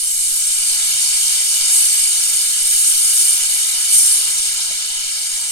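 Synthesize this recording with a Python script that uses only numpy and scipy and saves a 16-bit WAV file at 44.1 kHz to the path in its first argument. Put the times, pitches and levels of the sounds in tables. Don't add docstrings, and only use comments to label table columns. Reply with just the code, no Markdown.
import sys
import numpy as np
from scipy import signal
from scipy.fft import rfft, irfft, next_fast_len
from scipy.io import wavfile
from scipy.ndimage import uniform_filter1d, map_coordinates

SR = 44100
rng = np.random.default_rng(int(sys.argv[2]) if len(sys.argv) > 2 else 0)


def master_out(mix):
    frames = np.transpose(np.atleast_2d(mix))
    ceiling = np.clip(frames, -1, 1)
    pcm = np.round(ceiling * 32767).astype(np.int16)
    wavfile.write(sys.argv[1], SR, pcm)


N = 242991


def amp(db):
    return 10 ** (np.asarray(db) / 20)


def unit(x):
    return x / np.sqrt(np.mean(x ** 2) + 1e-20)


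def along(points, hz):
    point_hz, values = np.transpose(points)
    return np.interp(np.log(hz + 1), np.log(point_hz + 1), values)


def curves(rows):
    time_s, *columns = np.transpose(rows)
    t = np.arange(N) / SR
    return [np.interp(t, time_s, column) for column in columns]


def wobble(rate):
    knots = rng.standard_normal(N // 50)
    return map_coordinates(knots, [np.arange(N) * rate / SR], mode="wrap")


def filtered(x, response):
    size = next_fast_len(N + SR // 2)
    spectrum = rfft(x, size) * response(np.fft.rfftfreq(size, 1 / SR))
    return irfft(spectrum, size)[..., :N]


def noise(spectrum):
    return unit(filtered(rng.standard_normal(N), lambda hz: amp(along(spectrum, hz))))


def swept(x, gain):
    hz, frame_s, frames = signal.stft(x, SR, nperseg=512)
    at = np.minimum((frame_s * SR).astype(int), N - 1)
    return signal.istft(frames * gain(hz[:, None], at), SR, nperseg=512)[1][:N]


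def turbulent(spectrum, patchy_db):
    def patches(hz, at):
        field = rng.standard_normal((len(hz), len(at)))
        field = uniform_filter1d(field, size=7, axis=0)
        field = uniform_filter1d(field, size=12, axis=1)
        return amp(patchy_db * unit(field))
    return unit(swept(noise(spectrum), patches))


def rolling():
    # frequency_hz, level_db
    body_spectrum = [(8, 5), (18, 0.5), (34, -2), (50, -10.5), (80, -24), (140, -44), (400, -72)]
    # frequency_hz, level_db
    wheel_spectrum = [(30, -6), (80, 0.5), (140, -1.5), (215, 7.5), (280, -11), (420, -5), (700, -2.5),
                      (2000, -5.5)]
    body_start_db, body_db_per_s, sway_db = -49.5, -0.35, 0.5
    wheel_start_db, wheel_db_per_s, uneven_db = -55, 1.32, 1.9
    t = np.arange(N) / SR
    body_db = body_start_db + body_db_per_s * t + sway_db * wobble(rate=4.05)
    body = amp(body_db) * noise(body_spectrum)
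    wheel_db = wheel_start_db + wheel_db_per_s * t + uneven_db * wobble(rate=9.7)
    wheels = amp(wheel_db) * turbulent(wheel_spectrum, patchy_db=0.5)
    return body + wheels


def knocks(attack_s=0.0039):
    # start_s, thud_db, panel_ring_db, thud_t60_s (time to fall 60 dB)
    jolts = [(.905, -48, -63, 0.3), (.945, -46, -62, 0.16), (1.115, -55, -47, .06), (4.038, -34, -46, .05),
             (4.704, -37, -35.5, .04)]
    # frequency_hz, level_db
    thud_spectrum = [(30, -2), (110, 2), (180, 1), (330, -3), (600, -11), (1200, -19), (4000, -50)]
    # pitch_hz, relative_level_db, t60_s
    panel_modes = [(496, -1, 0.12), (635, 4.5, 0.06)]
    out = np.zeros(N)
    for start_s, thud_db, ring_db, thud_t60_s in jolts:
        t = np.maximum(np.arange(N) / SR - start_s, 0)
        thud = amp(thud_db) * noise(thud_spectrum) * amp(-60 * t / thud_t60_s)
        ring = np.zeros(N)
        for pitch_hz, level_db, t60_s in panel_modes:
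            ring += amp(level_db - 60 * t / t60_s) * np.sin(2 * np.pi * pitch_hz * t)
        onset = 1 - np.exp(-t / attack_s)
        out += (thud + amp(ring_db) * ring) * onset
    return out


def surging():
    # start_s, hold_s, lift_db
    surges = [(0.024, 0.22, 2), (1.156, 0.075, 1.3), (1.643, 0.044, 5), (2.617, 0.38, 3.5),
              (3.086, 0.14, 3.5), (3.855, 0.062, 9)]
    attack_s, release_s = 0.11, 0.18
    t = np.arange(N) / SR
    lift_db = np.zeros(N)
    for start_s, hold_s, surge_db in surges:
        swell = np.sin(np.pi / 2 * np.clip((t - start_s) / attack_s, 0, 1)) ** 2
        since_hold_s = np.maximum(t - start_s - attack_s - hold_s, 0)
        lift_db += surge_db * swell * np.exp(-since_hold_s / release_s)
    return lift_db


def plume():
    # time_s, roar_db, hiss_db
    jet_levels = [(.15, -41, -25.5), (.7, -34, -20), (1.2, -33, -18.5), (2.6, -34.5, -21),
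                  (4.2, -33, -20.5), (5.51, -36.5, -24)]
    # frequency_hz, level_db
    roar_spectrum = [(200, -78), (450, -10), (700, -11.5), (950, -4), (1400, -1), (2000, 3.5), (2800, 4.5),
                     (4500, -2.5), (9000, -48)]
    # frequency_hz, level_db
    hiss_spectrum = [(900, -63), (2000, -16), (2800, -4.5), (3700, -5), (4700, -1), (6000, -2.5),
                     (7300, 0.5), (9500, -4), (12500, -29), (13500, -24), (16000, -33)]
    surge_share = 0.06
    roar_db, hiss_db = curves(jet_levels)
    flutter_db = 0.096 * wobble(rate=22) + 0.49 * wobble(rate=67)
    roar = amp(roar_db) * turbulent(roar_spectrum, patchy_db=1.68)
    hiss = amp(hiss_db + surge_share * surging()) * turbulent(hiss_spectrum, patchy_db=1.3)
    return (roar + hiss) * amp(flutter_db)


def valve():
    # time_s, level_db
    steady_levels = [(0, -19), (2.5, -16.5), (4.5, -20), (4.82, -25), (5.51, -22.5)]
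    # time_s, delay_ms
    graze_delays = [(1.3, .611), (3.9, .55)]
    # frequency_hz, level_db
    sizzle_spectrum = [(3000, -43.5), (6000, -8), (7300, -9), (8200, 1.5), (9000, 0), (9800, -1.5),
                       (10700, -4.5), (11600, -9), (12700, -14), (13400, -30.5), (16000, -30.5)]
    top_start_hz, top_full_hz = 9300, 11800
    top_rest_db, top_per_surge_db = 0.5, -0.01
    graze_scale, half_depth_db, focus_per_db = 0.3, -15, 0.07
    steady_db, = curves(steady_levels)
    delay_ms, = curves(graze_delays)
    lift_db = surging()
    sizzle_db = steady_db + lift_db
    bright_db = top_rest_db + top_per_surge_db * lift_db
    focus = 0.5 + focus_per_db * (sizzle_db - half_depth_db)
    depth = np.clip(graze_scale * focus, 0, 1)

    def colour(hz, at):
        top = np.clip((hz - top_start_hz) / (top_full_hz - top_start_hz), 0, 1)
        delay_s = delay_ms[at] / 1000
        comb = np.abs(1 + depth[at] * np.exp(-2j * np.pi * hz * delay_s))
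        return comb * amp(bright_db[at] * top)

    sputter_db = 0.16 * wobble(rate=80) + 0.49 * wobble(rate=140)
    sizzle = unit(swept(turbulent(sizzle_spectrum, patchy_db=1.73), colour))
    return amp(sizzle_db + sputter_db) * sizzle


def window(x):
    # centre_hz, width_hz, gain_db
    opening = [(503, 85, 6.0), (611, 110, -4.1), (898, 140, 2.2), (1208, 85, 3.0), (1620, 90, -6.0),
               (1752, 75, 3.2), (2151, 70, -5.1), (2516, 85, -3.1), (4099, 155, 2.5), (4615, 65, -2.8),
               (4890, 95, 3.2), (5299, 95, -2.4), (6099, 200, 2.4), (6407, 200, -3.7), (6747, 135, 3.3),
               (7015, 200, -2.4), (9042, 115, 2.9), (9393, 200, -2.5), (10325, 95, -2.8)]
    echo_s, echo_gain, dull_hz = 0.00306, 0.26, 3900

    def response(hz):
        echo = echo_gain * np.exp(-2j * np.pi * hz * echo_s) / (1 + (hz / dull_hz) ** 4)
        opening_db = sum(gain_db / (1 + (2 * (hz - centre_hz) / width_hz) ** 2)
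                         for centre_hz, width_hz, gain_db in opening)
        return (1 + echo) * amp(opening_db)
    return filtered(x, response)


def scene():
    sound = window(plume() + valve() + rolling()) + knocks()
    return np.array([sound, sound])


def record(dry):
    left_lag, top_hz = 59, 15850
    left = np.pad(dry[0], (left_lag, 0))[:N]
    late = np.array([left, dry[1]])
    return filtered(np.clip(late, -1, 1), lambda hz: hz < top_hz)


dry = scene()
out = record(dry)
master_out(out)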